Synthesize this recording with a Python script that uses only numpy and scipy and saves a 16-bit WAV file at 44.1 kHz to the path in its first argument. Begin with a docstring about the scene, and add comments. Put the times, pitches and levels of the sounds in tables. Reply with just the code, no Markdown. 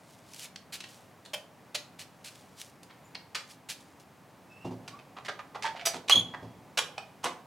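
"""A wooden shed door is pushed shut with a squeak and a thud; its iron latch rattles and a stiff bolt squeals
home, dry metal sticking and slipping. Before that, a plastic bag snaps and rustles, fingers tap the door and a
switch, feet crunch on the path and two light switches snap. Each knock is a burst of tiny impacts coloured by
the part it strikes. Close brick walls echo the knocks and squeaks over the low rumble of a distant town at
night."""
import sys
import numpy as np
from scipy import signal
from scipy.fft import rfft, irfft, next_fast_len
from scipy.io import wavfile
from scipy.ndimage import map_coordinates

SR = 44100
rng = np.random.default_rng(int(sys.argv[2]) if len(sys.argv) > 2 else 0)


def put_to_file(sound):
    """Save the sound as 16-bit audio at rate SR, in the file named by the first command-line argument."""
    columns = np.atleast_2d(sound).T  # one column per channel
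    safe = np.clip(columns, -1, 1)
    whole_steps = np.round(safe * 32767)
    wavfile.write(sys.argv[1], SR, whole_steps.astype(np.int16))


N = 329100
TOP_HZ = 16000
T = np.arange(SR // 2) / SR  # time within one event, s


def amp(db):
    """Decibels to gain."""
    return 10 ** (np.asarray(db) / 20)


def unit_rms(x):
    """Scale to rms 1."""
    return x / np.sqrt(np.mean(x ** 2) + 1e-20)


def along(points, hz):
    """Interpolate (freq_hz, value) points on a log frequency axis."""
    freq_hz, values = np.transpose(points)
    return np.interp(np.log(hz + 1), np.log(freq_hz), values)


def wobble(rate_hz):
    """Smooth random curve over the whole scene."""
    knots = rng.standard_normal(int(N * rate_hz / SR) + 4)
    return map_coordinates(knots, [np.arange(N) * rate_hz / SR])


def jitter(step_samples):
    """Piecewise linear random curve over one event."""
    knots_s = T[::step_samples]
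    return np.interp(T, knots_s, rng.standard_normal(len(knots_s)))


def swells(strokes):
    """Gain of a set of strokes: each climbs 20 dB in rise_s and sinks 20 dB in fall_s."""
    t = np.arange(N) / SR
    gains = [amp(level_db - 20 * np.maximum((peak_s - t) / rise_s, (t - peak_s) / fall_s))
             for peak_s, rise_s, fall_s, level_db in strokes]
    return np.linalg.norm(gains, axis=0)


def add(track, start_s, sound):
    """Mix a sound into a track."""
    part = track[round(start_s * SR):][:len(sound)]
    part += sound[:len(part)]


def coloured(x, curve_db):
    """Minimum-phase filter with gain curve_db(hz)."""
    n = x.shape[-1]
    size = 2 * next_fast_len(n)
    cepstrum = irfft(np.log(amp(curve_db(np.fft.rfftfreq(size, 1 / SR)))))
    cepstrum[1:size // 2] *= 2
    cepstrum[size // 2 + 1:] = 0
    return irfft(rfft(x, size) * np.exp(rfft(cepstrum)))[..., :n]


def ring(modes, jostle_rad):
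    """Damped modes struck at slightly random strengths; loose parts jostle their phases."""
    out = np.zeros(len(T))
    for pitch_hz, level_db, t60_s in modes:
        phase = 2 * np.pi * pitch_hz * T + jostle_rad * jitter(300)
        out += amp(level_db + rng.normal() - 60 * T / t60_s) * np.sin(phase)
    return out * (1 - np.exp(-T / 0.0018))


def chatter(length_s, spiky_db, release_s, rise_share):
    """Force of a rough contact, energy 1: a swelling cluster of tiny impacts, then a quick release."""
    grain = amp(spiky_db * jitter(40))
    rise = 1 - np.exp(-T / (rise_share * length_s))
    decay = np.exp(-T / (2 * length_s) - np.maximum(T - length_s, 0) / release_s)
    force = rng.standard_normal(len(T)) * grain * rise * decay
    return force / np.linalg.norm(force)


# Spectrum of a hard contact: freq_hz, gain_db
CLACK_SPECTRUM = [(25, -42.5), (60, -23), (200, -17.5), (450, -2.5), (800, 2), (1500, 0.5), (3000, -0.5),
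                  (6000, -3.5), (10000, -6.5), (16000, -16)]


def clack(force, body_db, cutoff_hz, pitch_hz, pitch_db, shared_hz, shared_db, q):
    """A struck part: more body if heavy, brighter if hard, with its own resonance and those of its kind."""
    def colour_db(hz):
        def peak(centre_hz):
            return 1 / (1 + (q * np.log((hz + 1) / centre_hz)) ** 2)
        body = along([(1100, body_db), (2400, 0.01)], hz)
        resonances = pitch_db * peak(pitch_hz) + shared_db * sum(map(peak, shared_hz))
        softness = 10 * np.log10(1 + (hz / cutoff_hz) ** 5)
        return along(CLACK_SPECTRUM, hz) + body + resonances - softness
    return coloured(force, colour_db)


# Decay between the near walls: freq_hz, t60_s
YARD_DECAY = [(100, 0.86), (800, 0.4), (2500, 0.28), (6000, 0.27), (14000, 0.24)]


def yard_response(build_up_s=0.0019, far_db=-20, far_t60_s=0.77):
    """Diffuse echo, energy 1: near walls first, then a faint far one."""
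    hz, t, noise = signal.stft(rng.standard_normal(len(T)), SR, nperseg=256)
    near = amp(-60 * t / along(YARD_DECAY, hz)[:, None])
    far = amp(far_db - 60 * t / far_t60_s) / (1 + (hz[:, None] / 6000) ** 2)
    echo = signal.istft(noise * np.hypot(near, far), SR, nperseg=256)[1][:len(T)]
    echo *= 1 - np.exp(-T / build_up_s)
    return echo / np.linalg.norm(echo)


# Stereo width of the echo: freq_hz, side_re_mid_db
ECHO_SPREAD = [(80, -18), (400, -14), (1500, -11), (4500, -5), (9000, -7), (13000, -15)]


def add_in_yard(track, start_s, sound, wet_db):
    """Place a sound with its echoes, which differ a little between left and right."""
    mid, side = (amp(wet_db) * signal.fftconvolve(sound, yard_response())[:len(T)] for _ in range(2))
    width = amp(along(ECHO_SPREAD, np.fft.rfftfreq(len(T), 1 / SR)))
    side = irfft(rfft(side) * width, len(T))
    add(track[0], start_s, sound + mid + side)
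    add(track[1], start_s, sound + mid - side)


# Traffic spectrum: freq_hz, density_db
TOWN_SPECTRUM = [(15, -73), (25, -50.5), (99, -5), (190, -2), (223, -6.5), (270, -4.5), (363, -10.5),
                 (560, -9.5), (641, -9), (754, -9), (1190, -13), (1290, -15.5), (2220, -19.5), (3430, -26),
                 (16000, -35.5)]


def town(level_db=-56.5, side_db=-13.5):
    """Distant traffic: a soft rumble, nearly the same on both sides."""
    mid, side = unit_rms(coloured(rng.standard_normal((2, N)), lambda hz: along(TOWN_SPECTRUM, hz)))
    side *= amp(side_db)
    return amp(level_db + 0.6 * wobble(2.9)) * np.array([mid + side, mid - side])


# Strokes of bag and clothing: peak_s, rise_s, fall_s, level_db
RUSTLE_STROKES = [(0.118, 0.23, 0.17, -61), (0.44, 0.16, 0.015, -41.5), (0.915, 0.082, 0.16, -53.5),
                  (2.36, 0.2, 0.29, -58.5), (2.6, 0.036, 0.1, -44), (3.512, .05, 0.063, -50.5),
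                  (3.79, .03, 0.3, -63), (4.0, 0.0056, 0.047, -57)]
# Crackle spectrum: freq_hz, gain_db
RUSTLE_SPECTRUM = [(300, -35), (1200, -7), (3000, 5.5), (6000, 5), (10000, 1), (16000, -12)]


def rustle(snaps_per_s=35):
    """A plastic bag and clothing brush past in clumps of fine crackles, with sharper snaps."""
    snaps = signal.fftconvolve(rng.random(N) < snaps_per_s / SR, np.exp(-T / 0.0015))[:N]
    crackles = rng.standard_normal(N) * amp(2.12 * wobble(900) + 1.1 * wobble(94))
    crackles *= 1 + 2 * snaps
    return swells(RUSTLE_STROKES) * unit_rms(coloured(crackles, lambda hz: along(RUSTLE_SPECTRUM, hz)))


# Light knocks: bag snaps, taps on the door and a finger on a switch: start_s, contact_s, relative_db,
# cutoff_hz, pitch_hz
TAPS = [(0.335, 0.002, -53.5, 12000, 6000), (0.559, 0.0026, -43, 5330, 2640),
        (0.804, 0.0067, -45.5, 7600, 2640), (0.835, 0.011, -49, 6350, 2700),
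        (1.249, 0.014, -55, 11000, 1940), (2.831, 0.0047, -57.5, 15100, 6400),
        (2.895, 0.017, -53, 2880, 1870), (3.148, 0.0076, -40, 4000, 2040), (3.347, 0.015, -35, 7300, 2190)]


def taps(gain_db=36.5, reference_contact_s=0.0073):
    """Thin taps; heavier things stay in contact longer and have more body; the shortest taps are near by and
    drier."""
    out = np.zeros((2, N))
    for start_s, contact_s, relative_db, cutoff_hz, pitch_hz in TAPS:
        force = chatter(contact_s, spiky_db=4, release_s=0.003, rise_share=0.25)
        doublings = np.log2(contact_s / reference_contact_s)
        body_db = -11.5 + 6 * doublings
        tap = clack(force, body_db, cutoff_hz, pitch_hz, pitch_db=4.5,
                    shared_hz=[1080, 4300], shared_db=5, q=10.5)
        add_in_yard(out, start_s, amp(relative_db + gain_db) * tap, wet_db=-4.5 + 2 * doublings)
    return out


# Footfalls and crumples: start_s, length_s, relative_db
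GRIT_AND_BAG = [(0.433, 0.028, -46.5), (0.723, 0.032, -40), (1.987, 0.039, -45.5), (2.241, 0.044, -45),
                (3.488, 0.026, -59), (3.687, 0.033, -38.5)]


def crunches(gain_db=38):
    """Feet press on grit and the bag crumples: bright clusters of tiny impacts."""
    out = np.zeros((2, N))
    for start_s, length_s, relative_db in GRIT_AND_BAG:
        force = chatter(length_s, spiky_db=2.5, release_s=0.012, rise_share=0.11)
        crunch = clack(force, body_db=-12, cutoff_hz=14000, pitch_hz=4200, pitch_db=3.5,
                       shared_hz=[750, 2400], shared_db=1, q=15)
        add_in_yard(out, start_s, amp(relative_db + gain_db) * crunch, wet_db=-8)
    return out


# Light switches: start_s, relative_db, body_db, cutoff_hz, pitch_hz, box_db
SWITCH_SNAPS = [(1.333, -42, -0.5, 18000, 3070, -36), (1.745, -37.5, -6, 11700, 4200, -40.5)]
# Switch box modes: pitch_hz, level_db, t60_s
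BOX_MODES = [(592, 0, .24), (2150, -9, .14), (2336, -6, .16), (3187, -6, .15), (4200, -8, .13),
             (5281, -9, .13)]


def switches(gain_db=39):
    """Each switch snaps over and rings in its box."""
    out = np.zeros((2, N))
    for start_s, relative_db, body_db, cutoff_hz, pitch_hz, box_db in SWITCH_SNAPS:
        force = chatter(length_s=0.016, spiky_db=-1, release_s=0.0032, rise_share=0.22)
        snap = clack(force, body_db, cutoff_hz, pitch_hz, pitch_db=9,
                     shared_hz=[600, 2900], shared_db=3.5, q=10.8)
        box = ring(BOX_MODES, jostle_rad=0.5)
        add_in_yard(out, start_s, amp(relative_db + gain_db) * snap, wet_db=-6.5)
        add_in_yard(out, start_s, amp(box_db) * box, wet_db=-19)
    return out


# Sliding metal: start_s, length_s, slip_period_s, start_hz, end_hz, level_db, fade_db_per_s, rasp_share
METAL_SQUEAKS = [(3.04, .045, 0.04, 7060, 7150, -62, 0, .05),
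                 (4.497, 0.13, .05, 2596, 2650, -54.5, 0, 0.14),
                 (4.601, 0.089, 0.099, 2680, 2800, -54, 0, .35),
                 (4.925, 0.056, 0.043, 1124, 1170, -46.5, -7, 0.3),
                 (5.64, 0.096, 0.017, 904, 890, -23.5, 247.5, 0.26),
                 (5.747, 0.0085, 0.012, 760, 720, -33, 2, .3),
                 (5.816, .025, 0.021, 733, 691, -39, -2.5, .3),
                 (6.103, 0.021, 0.019, 2986, 2950, -19.5, -3, .15),
                 (6.116, 0.029, .025, 3306, 3255, -10.5, 0.5, 0.3),
                 (6.152, .064, 0.0185, 3293, 3375, -12.5, 202.5, 0.39)]


def squeaks(edge_s=0.00493, waver_share=0.0081, stuck_share=0.44, rasp_per_s=3, scrape_db=-33):
    """Dry metal sticks and slips: a nearly steady pitch that surges with each slip and grows raspier."""
    out = np.zeros((2, N))
    for start_s, length_s, slip_s, start_hz, end_hz, level_db, fade_db_per_s, rasp in METAL_SQUEAKS:
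        pitch_hz = np.interp(T, [0, length_s], [start_hz, end_hz]) * (1 + waver_share * jitter(90))
        phase = 2 * np.pi * np.cumsum(pitch_hz) / SR
        tone = np.zeros(len(T))
        for k, harmonic_db in enumerate([0, -18, -27, -36], 1):
            smear = np.clip(k * (rasp + rasp_per_s * T), 0, 1)  # uneven slips widen each harmonic
            strength = np.sqrt(1 - smear ** 2) + smear * (jitter(90) + 1j * jitter(90))
            if k * start_hz < TOP_HZ:
                tone += amp(harmonic_db) * np.imag(strength * np.exp(1j * k * phase))
        scrape = coloured(rng.standard_normal(len(T)), lambda hz: -10 * np.log10(1 + (hz / 5500) ** 2))
        tone += amp(scrape_db) * unit_rms(scrape)
        gate = np.clip(np.minimum(T, length_s - T) / edge_s, 0, 1)
        slips = stuck_share + (1 - stuck_share) * np.sin(np.pi * T / slip_s) ** 2
        add_in_yard(out, start_s, amp(level_db - fade_db_per_s * T) * gate * slips * tone, wet_db=-9.5)
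    return out


# Door meets frame: start_s, relative_db, boom_db
DOOR_THUDS = [(4.646, -33.5, -1), (4.708, -38, -5), (5.94, -40.5, -12), (6.147, -31, -1), (6.425, -42, 4.5),
              (7.241, -38.5, -12)]
# Door rubs in its frame: peak_s, rise_s, fall_s, level_db
DOOR_RUBS = [(4.85, 0.32, 0.84, -56.5), (6.35, 1.6, 0.73, -53)]
# Wood on wood: freq_hz, gain_db
WOOD_SPECTRUM = [(25, -51), (50, -8), (78, -13.5), (120, 0), (350, -6), (650, -5.5), (1000, -9),
                 (1500, -31), (5000, -30.5), (16000, -53)]
# Plank modes: pitch_hz, level_db, t60_s
PLANK_MODES = [(113, -2, .38), (172, 1, .27), (215, -4, .15), (255, -1, .34), (361, -1, .3), (470, -8, .15),
               (635, -9, .2)]


def door(force_db=44, planks_db=-5):
    """Dull blows on the frame ring the planks and boom the panel; leaned on, the door rubs softly."""
    out = np.zeros((2, N))
    for start_s, relative_db, boom_db in DOOR_THUDS:
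        force = amp(force_db) * chatter(length_s=0.032, spiky_db=-1, release_s=0.022, rise_share=0.05)
        planks = amp(planks_db) * ring(PLANK_MODES, jostle_rad=0.5)
        blow = coloured(force, lambda hz: along(WOOD_SPECTRUM, hz)) + planks
        panel = [(35, -15.5), (80, boom_db), (110, boom_db), (300, 1)]  # freq_hz, gain_db
        thud = coloured(blow, lambda hz: along(panel, hz))
        add_in_yard(out, start_s, amp(relative_db) * thud, wet_db=-9.5)
    rubbing = unit_rms(coloured(rng.standard_normal(N), lambda hz: along(WOOD_SPECTRUM, hz)))
    return out + swells(DOOR_RUBS) * rubbing


# Latch, bolt and lock knocks: start_s, contact_s, relative_db, body_db, cutoff_hz, pitch_hz
IRON_KNOCKS = [(4.877, 0.012, -46, -6.5, 7300, 1140), (4.987, 0.014, -56.5, 2, 4300, 1160),
               (5.165, 0.021, -49.5, 8, 3700, 990), (5.247, 0.022, -44.5, -7, 6000, 1940),
               (5.281, .017, -39, 5, 4670, 1640), (5.389, 0.016, -47, 5, 3400, 1570),
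               (5.546, 0.019, -47.5, 12.5, 4400, 1930), (5.622, 0.019, -36.5, -13.5, 5400, 920),
               (5.64, 0.037, -34.5, -0.5, 4500, 1740), (5.757, 0.02, -41.5, -5.5, 3020, 710),
               (5.786, 0.035, -43.5, -5, 3500, 2250), (5.852, 0.027, -29.5, -4.5, 14200, 682),
               (5.934, 0.034, -43, 4, 6700, 654), (6.079, 0.0095, -36.5, -16, 5370, 990),
               (6.095, 0.0067, -25.5, -4, 8450, 1140), (6.104, 0.012, -30, -11.5, 5500, 4210),
               (6.336, 0.014, -46, 10.5, 2810, 1880), (6.772, 0.021, -26.5, -2, 8000, 2810),
               (6.978, 0.0082, -45, 6, 6200, 800), (7.23, 0.013, -52, 5, 6000, 1090),
               (7.238, 0.02, -34.5, 2.5, 9370, 1164), (7.255, .018, -35, 5, 4140, 714)]
# Latch resonances common to all knocks: pitch_hz
LATCH_RESONANCES_HZ = [3110, 4600]
# Blows on the latch bar and on the lock spring: start_s, level_db
BAR_BLOWS = [(4.989, -52), (6.978, -39)]
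SPRING_BLOWS = [(5.857, -25.5)]
# Modes of the bar and of the spring: pitch_hz, level_db, t60_s
BAR_MODES = [(764, -22, 0.071), (2490, 7.5, 0.035)]
LOCK_SPRING_MODES = [(1717, -15, .22), (4868, -2, .2), (5873, 0, .18), (6105, -9, .18), (6406, -8, .2),
                     (7924, -5, .2), (8473, -8, .09), (9593, -10, .15), (9814, -12, .15), (12885, -6, .12)]


def ironwork(gain_db=37.5):
    """Latch and bolt clatter on the boards; the latch bar and the lock spring ring on."""
    out = np.zeros((2, N))
    for start_s, contact_s, relative_db, body_db, cutoff_hz, pitch_hz in IRON_KNOCKS:
        force = chatter(contact_s, spiky_db=5, release_s=0.0053, rise_share=0.16)
        knock = clack(force, body_db, cutoff_hz, pitch_hz, pitch_db=8.5,
                      shared_hz=LATCH_RESONANCES_HZ, shared_db=0.5, q=12)
        add_in_yard(out, start_s, amp(relative_db + gain_db) * knock, wet_db=-5)
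    for start_s, level_db in BAR_BLOWS:
        add_in_yard(out, start_s, amp(level_db) * ring(BAR_MODES, jostle_rad=0.9), wet_db=-1)
    for start_s, level_db in SPRING_BLOWS:
        add_in_yard(out, start_s, amp(level_db) * ring(LOCK_SPRING_MODES, jostle_rad=0.94), wet_db=-34.5)
    return out


# Balance of sounds at the door: freq_hz, left_minus_right_db
DOOR_PAN = [(100, -0.5), (400, -1), (1100, -2.4), (2500, -3), (5000, -2), (9000, -0.8)]


def from_the_right(x):
    """Pan a little to the right by a level difference that varies with frequency."""
    half_db = along(DOOR_PAN, np.fft.rfftfreq(N, 1 / SR)) / 2
    return irfft(rfft(x) * amp([half_db, -half_db]), N)


def scene():
    """Door and ironwork a little to the right, the rest near the centre."""
    at_door = from_the_right(ironwork() + door() + squeaks())
    near_centre = (taps() + crunches() + switches()) * amp([[-0.4], [0.4]])
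    return at_door + near_centre + rustle() + town()


def record(dry):
    """Brick-wall low-pass at TOP_HZ."""
    size = next_fast_len(N + SR // 2)
    passband = np.fft.rfftfreq(size, 1 / SR) < TOP_HZ
    return irfft(rfft(dry, size) * passband, size)[..., :N]


dry = scene()
out = record(dry)
put_to_file(out)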